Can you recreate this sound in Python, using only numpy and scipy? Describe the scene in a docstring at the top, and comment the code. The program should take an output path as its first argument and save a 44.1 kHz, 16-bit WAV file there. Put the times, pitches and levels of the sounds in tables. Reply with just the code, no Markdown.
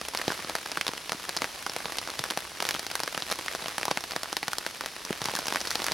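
"""A wood in a steady shower. Fat drops from the canopy smack on leaves and wet ground near the microphone:
each impact is a pressure spike with a short splash, and excites the resonance of a leaf. A few land
with a soft, damped thud. Smaller drops patter all round, their amplitude falling inversely with distance.
The wet ground reflects a dull echo of all these drops, and the countless impacts farther off
merge by superposition into a wash of noise."""
import sys
import numpy as np
from scipy import signal
from scipy.fft import rfft, irfft
from scipy.io import wavfile

SR = 44100
rng = np.random.default_rng(int(sys.argv[2]) if len(sys.argv) > 2 else 0)


def output_pcm(signal):
    """Save a mono or channel-first signal as 16-bit PCM at the path in sys.argv[1].

    Samples are clipped to [-1, 1] before scaling.
    """
    pcm = np.clip(np.atleast_2d(signal).T, -1, 1) * 32767
    wavfile.write(sys.argv[1], SR, np.round(pcm).astype(np.int16))


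N = 261513

# the nearest fat drops:
# (time [s], relative level [dB], brightness [dB/octave], leaf pitch [Hz], gain at that pitch [dB])
NEAR_DROPS = [(0.0138, -30.5, -1, 1610, 1), (0.0854, -29.5, 3.5, 470, 15), (0.1492, -26.0, -0.5, 1540, 6),
              (0.1738, -27, 2.0, 4830, 11), (0.1967, -33.5, -6, 2070, 12), (0.215, -28.5, -0.5, 2070, 10),
              (0.2802, -22, -2.5, 4200, 7), (0.3034, -26.5, -5, 1600, 12), (0.3154, -31.5, 0, 1610, 14),
              (0.3204, -29, -1, 1690, 3), (0.4467, -33.5, -3.5, 4600, 7.5), (0.4967, -28, -1, 2180, 6),
              (0.553, -22.5, 0.0, 1320, 9), (0.5637, -35, 1.5, 1780, 7.5), (0.6608, -32, -0.5, 1700, 7),
              (0.717, -29.5, 0, 4830, 8.5), (0.7729, -23.5, -1.5, 1390, 7.5),
              (0.8118, -22.5, 0.5, 2770, 13), (0.8669, -26, 0.0, 3580, 7), (0.8803, -24.0, 1, 3400, 11),
              (0.89, -30, -4.5, 4370, 9), (0.9353, -32, -1.5, 890, 0), (0.9779, -33, 0.5, 2790, 12),
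              (1.0947, -28.5, -0.5, 2940, 13), (1.1201, -24, -0.5, 2290, 3), (1.131, -32.5, -2, 6200, 7),
              (1.2928, -27, 1, 4160, 4.5), (1.3664, -26, 0.0, 6200, 6.5), (1.3722, -26, -0.5, 5050, 15),
              (1.4198, -23, -1.5, 2180, 3), (1.4281, -38, -4, 2070, -1), (1.4432, -25.5, -1.5, 2680, 8),
              (1.6647, -25.5, -0.5, 1460, 8), (1.6965, -30, -1.5, 5080, 11), (1.7639, -27, -0.5, 730, 3),
              (1.8563, -27.5, -3, 3600, 8.5), (1.9219, -31.5, 0, 1700, 4), (1.9851, -25, 0.5, 4000, 15),
              (2.0749, -31.5, -0.5, 1460, 4), (2.1019, -33, 2, 3960, 9), (2.1926, -25.5, 0.5, 3580, 10.5),
              (2.2394, -26, 1, 1540, 7.5), (2.3028, -28, 1, 3090, 12), (2.3081, -26, 0.5, 2070, 5),
              (2.3743, -23, -0.5, 800, 3.5), (2.6035, -26, -0.5, 2920, 9.5), (2.6249, -24.5, 0.0, 400, 4),
              (2.6522, -27, -0.5, 3180, 8), (2.6678, -33, 2.0, 1870, 10), (2.6895, -22.5, 2, 1980, 5.5),
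              (2.7092, -25, 1, 3090, 9), (2.7427, -30.5, 1, 3410, 10), (2.7492, -28.5, -2, 1260, 5),
              (2.7568, -35, 3, 2940, 14), (2.7633, -36, -3, 2660, 15), (2.7943, -29, 1.5, 4160, 4),
              (2.8662, -30.0, 0, 4830, 7), (2.9139, -30.5, 0.5, 4160, 5), (2.9541, -23.5, 3, 1540, 12),
              (3.0024, -26.5, 1.0, 930, 5.5), (3.0346, -26, 0, 4600, 6), (3.0771, -27, -1.0, 1780, 7.5),
              (3.148, -29.5, -3, 3090, 13), (3.1769, -26.5, -1.0, 1320, 2), (3.2226, -27.5, -1.5, 3740, 16),
              (3.3006, -31.5, -1, 4830, 6), (3.314, -26.5, 1.5, 1320, 6), (3.3188, -26.5, -0.5, 3770, 7),
              (3.3247, -26, 0.5, 2180, 8.5), (3.4824, -26, 3, 1880, 28), (3.55, -27, -1.5, 1080, 1),
              (3.6229, -34, -2.5, 3960, 8), (3.6595, -29.5, -3, 2800, 12), (3.683, -29, 0, 3960, -1),
              (3.7818, -24.5, 0.5, 1320, 6), (3.8128, -32.5, 0.0, 400, 9), (3.8311, -26, -1.5, 2660, 10),
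              (3.854, -25.5, 1.5, 840, 5), (3.8813, -23.5, -2.5, 1070, 7), (3.9124, -20, -2.5, 4830, 5.5),
              (3.9732, -23, -1.0, 1860, 6), (4.0391, -31.0, -0.5, 2940, 6), (4.1096, -32.5, 1, 2530, 12),
              (4.1196, -30.5, -1.5, 4830, 11), (4.1631, -23.5, -1.5, 3410, 2),
              (4.2329, -27.5, 0.5, 4600, 4), (4.3286, -26.5, -1.0, 6200, 5), (4.3679, -22.5, 0.0, 4430, 7),
              (4.4297, -27.0, -1, 2070, 8.5), (4.4814, -24.5, -0.5, 1870, 2.5),
              (4.5324, -25.5, 2, 1460, 12), (4.584, -26, 2.5, 6070, 7), (4.6644, -25.5, -0.5, 2290, 6.5),
              (4.8093, -28, 0, 1390, 8), (4.8605, -28.5, 0.5, 2940, 3), (5.0508, -32, 2, 5900, 7),
              (5.1284, -30, -0.5, 2400, 10), (5.2174, -28.5, -1, 3580, 6), (5.2418, -32, 1.5, 5610, 8),
              (5.2567, -25.0, -0.5, 6300, 6.5), (5.2858, -27, -2, 895, 7), (5.2966, -33, 0.0, 2100, 14),
              (5.3376, -30, -2, 600, 7.5), (5.3522, -26.0, 0.5, 6200, 5), (5.3634, -29.5, 3, 1780, 6),
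              (5.3707, -32, 2.0, 1600, 20), (5.3892, -26.5, -0.5, 1080, 0), (5.4569, -33.0, -2.5, 6200, 14),
              (5.4696, -29.5, 1.5, 3090, 6), (5.4828, -25.5, 0.5, 4630, 5), (5.5244, -26, -2, 2410, 8),
              (5.5374, -33.0, 1.5, 2790, 3), (5.5476, -29, -2.5, 3090, 6), (5.5587, -21.5, -1, 1970, 8),
              (5.5694, -31.5, -0.5, 2180, 13), (5.6045, -32, 2, 4830, 10), (5.6136, -29.5, -1.0, 5900, 9),
              (5.6727, -29, -0.5, 4600, 9), (5.7064, -26.5, 2.5, 4370, 9), (5.7132, -27.5, 1.5, 1970, 10),
              (5.7551, -22.5, -0.5, 4370, 8.5), (5.8009, -30.5, -3, 2790, 9), (5.8196, -29, -0.5, 3960, 4),
              (5.8425, -26.5, 1.5, 5300, 3), (5.8658, -25.5, 4, 1700, 13), (5.8743, -35, -1, 1460, 1),
              (5.8838, -25.5, -0.5, 1870, 11), (5.9132, -31.0, -4, 3960, 9), (5.9197, -24.5, -0.5, 4370, 7)]
# bounds of a fat drop's four bands, thud, body, snap and spray: (frequency [Hz])
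PART_EDGES_HZ = [140, 640, 2200, 6100, 13800]
# balance of those bands in an average drop: (relative level [dB])
PART_LEVELS_DB = [-7, 1.16, -1.4, -4]
# heavy drops on something soft: (time [s], relative level [dB], pitch [Hz])
SOFT_LANDINGS = [(0.2797, -16.5, 386), (1.148, -29, 280), (2.198, -27, 129), (5.1062, -13.5, 364),
                 (5.1110, -22, 344), (5.2162, -29, 120)]
# strength of the shower: (time [s], relative level [dB])
SHOWER_STRENGTH = [(0, -42), (0.12, -42), (0.31, -38.5), (0.42, -41.0), (0.78, -42.5), (1.95, -41),
                   (2.3, -41.5), (2.56, -43), (2.68, -38), (2.88, -42), (3.3, -40.5), (3.9, -41),
                   (4.22, -42.9), (5.16, -42.5), (5.28, -38), (5.43, -39.9), (5.55, -39.0), (5.93, -37.5)]
# spectrum of the small drops: (frequency [Hz], relative spectral density [dB])
PATTER_SPECTRUM = [(25, -22), (70, -11), (160, -1.5), (350, 6.5), (900, 9), (1700, 8.5), (2600, 6.5),
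                   (4000, 3), (5400, -2.5), (7400, -2.5), (10200, -4.5), (13000, -5), (16000, -18)]
# spectrum of the far rain: (frequency [Hz], relative spectral density [dB])
WASH_SPECTRUM = [(15, -35), (30, -8), (65, 1), (120, -4.5), (350, -3), (850, -6), (1750, -5), (2500, -4),
                 (4900, -1), (5900, -3.5), (7450, -13), (10500, -8), (14000, -24), (16000, -18)]
# stereo width of the far rain: (frequency [Hz], relative gain of the side signal [dB])
WASH_WIDTH = [(60, -16), (200, -13), (700, -13), (2000, -13), (4500, -12), (6000, -6), (8000, -5),
              (15000, -8)]

SIDES = np.array([[1], [-1]])   # opposite signs for left and right


def fat_drops(rows, splash_db, splash_s, rustle_db, rustle_s, width, pan_db, spike_db, size=1400):
    """Impact excitation: a pressure spike and a splash that decays into a rustle set a leaf ringing."""
    times, level_db, bright_db, leaf_hz, ring_db = np.transpose(rows)
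    t = np.arange(size) / SR
    noise = rng.standard_normal((len(times), 3, size))   # mid, side, pan
    decay = from_db(splash_db) * np.exp(-t / splash_s) + from_db(rustle_db) * np.exp(-t / rustle_s)
    spike = from_db(spike_db) * housing_echo((t == 0) * 1.0, echo_db=-9.5)
    splash = housing_echo(decay * noise[:, :2], echo_db=-10.5)
    blows = 0
    for k, part_db in enumerate(PART_LEVELS_DB):
        impact = spike + splash[:, :1] + width[k] * SIDES * splash[:, 1:]
        low_hz, high_hz = PART_EDGES_HZ[k:k + 2]
        octave = np.log2(np.sqrt(low_hz * high_hz))
        part = at_level(band(impact, low_hz, high_hz), part_db + bright_db * octave)
        blows = blows + (-1) ** k * part   # alternating signs join the bands without a notch
    blows = np.array([leaf_ring(*drop) for drop in zip(blows, leaf_hz, ring_db)])
    pan = from_db(pan_db * noise[:, 2:, :1] * SIDES)
    return place(times, at_level(blows, level_db) * pan)


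def leaf_ring(blow, leaf_hz, ring_db, q=3.5):
    """Damped resonance: a struck leaf lifts the band round its pitch and rings for a few cycles."""
    resonance = signal.iirpeak(leaf_hz, q, fs=SR)
    return blow + (from_db(ring_db) - 1) * signal.lfilter(*resonance, blow)


def housing_echo(x, echo_db, lag_s=.000195):
    """Comb filtering: one reflection off the microphone housing cuts hollows near 2.6 and 7.7 kHz."""
    size = x.shape[-1]
    hz = np.fft.rfftfreq(2 * size, 1 / SR)
    reflection = from_db(echo_db) * np.exp(-2j * np.pi * hz * lag_s)
    return irfft(rfft(x, 2 * size) * (1 + reflection))[..., :size]


def thuds(cycles, gain_db, size=2000):
    """Damped oscillation: a soft landing gives a low swing that decays by 60 dB over the given cycles."""
    times, level_db, hz = np.transpose(SOFT_LANDINGS)
    turns = hz[:, None] * np.arange(size) / SR
    swing = from_db(level_db + gain_db)[:, None] * np.sin(2 * np.pi * turns) * from_db(-60 * turns / cycles)
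    return band(place(times, np.stack([swing, swing], 1)), 114, 1500)   # no net push of air


def farther_drops(swell_db, per_s, level_db, spread_db, bright_db, bright_spread_db,
                  low_hz, high_hz, ring_db, count=600):
    """Random arrivals: rows for fat drops a few steps away, at a rate proportional to the shower's power."""
    when, luck, size, tone, pitch = rng.random((count, 5)).T
    rate = per_s * from_db(2 * swell_db[(when * N).astype(int)])
    levels = level_db + spread_db * (2 * size - 1)
    brightness = bright_db + bright_spread_db * (2 * tone - 1)
    leaf_hz = low_hz * (high_hz / low_hz) ** pitch
    rows = np.transpose([when * N / SR, levels, brightness, leaf_hz, np.full(count, ring_db)])
    return rows[luck < rate * N / SR / count]


def patter(per_s, nearest, splash_db, splash_s, width, pan_db, size=200):
    """Spherical spreading: of small drops falling evenly over a disc, the few near ones stand out."""
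    count = int(per_s * N / SR)
    when, area = rng.random((count, 2)).T
    noise = rng.standard_normal((count, 3, size))   # mid, side, pan and tilt
    distance = np.sqrt(nearest ** 2 + area)   # in radii of the disc
    t = np.arange(size) / SR
    splash = from_db(splash_db) * np.exp(-t / splash_s) * (noise[:, :1] + width * SIDES * noise[:, 1:2])
    pan = from_db(pan_db * noise[:, 2:, :1] * SIDES)
    blows = ((t == 0) + splash) / distance[:, None, None] * pan
    lows = signal.lfilter(*signal.butter(1, 2500, fs=SR), blows)
    tilt = from_db(4 * np.tanh(noise[:, 2:, 1:2]))   # some land dull, some bright
    ticks = lows / tilt + (blows - lows) * tilt
    return unit_rms(coloured(place(when * N / SR, ticks), PATTER_SPECTRUM))


def ground_echo(x, lag_s, echo_db, dull_hz):
    """Reflection: the wet ground adds a dull copy, delayed by its longer path."""
    n = np.arange(N)
    delayed = np.array([np.interp(n - lag_s * SR, n, channel, left=0) for channel in x])
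    return x + from_db(echo_db) * low_pass(delayed, dull_hz)


def wash(side_db):
    """Incoherent superposition: far drops merge into noise, less alike in the two ears in the treble."""
    mid, side = coloured(rng.standard_normal((2, N)), WASH_SPECTRUM)
    return unit_rms(mid + from_db(side_db) * coloured(side[None], WASH_WIDTH) * SIDES)


def from_db(db):
    """Amplitude ratio of a level in decibels."""
    return 10 ** (np.asarray(db) / 20)


def unit_rms(x):
    """Normalisation to unit mean power."""
    return x / np.sqrt(np.mean(x ** 2) + 1e-20)


def at_level(blows, level_db, blow_s=.005):
    """Energy normalisation: each blow takes the given rms level, its energy reckoned over blow_s."""
    rms = np.sqrt(np.mean(np.sum(blows ** 2, -1), -1) / (blow_s * SR))
    return blows * (from_db(level_db) / rms)[:, None, None]


def band(x, low_hz, high_hz):
    """Causal band-pass, 12 dB an octave on each side."""
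    return signal.sosfilt(signal.butter(2, [low_hz, high_hz], "band", fs=SR, output="sos"), x + 1e-18)


def low_pass(x, corner_hz):
    """Causal low-pass, 12 dB an octave."""
    return signal.sosfilt(signal.butter(2, corner_hz, fs=SR, output="sos"), x + 1e-18)


def coloured(x, spectrum, size=4096):
    """Minimum-phase filtering: the spectrum is shaped while ticks keep their sharp front."""
    hz = np.maximum(np.fft.rfftfreq(size, 1 / SR), 1)
    points_hz, points_db = np.transpose(spectrum)
    gain = from_db(np.interp(np.log(hz), np.log(points_hz), points_db))
    cepstrum = irfft(np.log(gain))
    cepstrum[1:size // 2] *= 2   # fold onto positive time
    cepstrum[size // 2 + 1:] = 0
    response = irfft(np.exp(rfft(cepstrum)))
    return signal.fftconvolve(x, response[None], axes=1)[:, :N]


def place(times, sounds):
    """Superposition of stereo sounds (events, 2, samples), each starting at its time."""
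    out = np.zeros((2, N + sounds.shape[-1]))
    for time, sound in zip(times, sounds):
        start = int(time * SR)
        out[:, start:start + sound.shape[-1]] += sound
    return out[:, :N]


def scene():
    """The sources add linearly; the shower's strength drives the farther drops, the patter and the wash."""
    shower_db = np.interp(np.arange(N) / SR, *np.transpose(SHOWER_STRENGTH))
    swell_db = shower_db - np.mean(shower_db)
    farther = farther_drops(swell_db, per_s=10, level_db=-37, spread_db=1.5, bright_db=-0.2,
                            bright_spread_db=4.0, low_hz=910, high_hz=6040, ring_db=8)
    fat = fat_drops(np.vstack([NEAR_DROPS, farther]), splash_db=-21.5, splash_s=0.0018,
                    rustle_db=-33.5, rustle_s=0.01, pan_db=0.17, spike_db=0.3,
                    width=[0.2, 0.28, 0.2, 0.76])   # the fine spray differs most between the ears
    small = patter(per_s=600, nearest=0.12, splash_db=-17.5, splash_s=0.0016, width=0.57, pan_db=0.3)
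    drops = from_db(1.33) * fat + thuds(cycles=3.4, gain_db=3.0) + from_db(shower_db - 1.0) * small
    near = ground_echo(drops, lag_s=0.006, echo_db=-19, dull_hz=2130)
    far = from_db(1.06 * swell_db - 43.0) * wash(side_db=-0.5)
    return (near + far) * from_db(-.25 * SIDES)


def record(dry, ceiling=.55, cutoff_hz=16000):
    """Saturation and band limiting: the microphone rounds the tallest spikes and loses the top treble."""
    rounded = ceiling * np.tanh(low_pass(dry, 15900) / ceiling)
    return signal.sosfilt(signal.ellip(10, .2, 80, cutoff_hz, fs=SR, output="sos"), rounded)


dry = scene()
out = record(dry)
output_pcm(out)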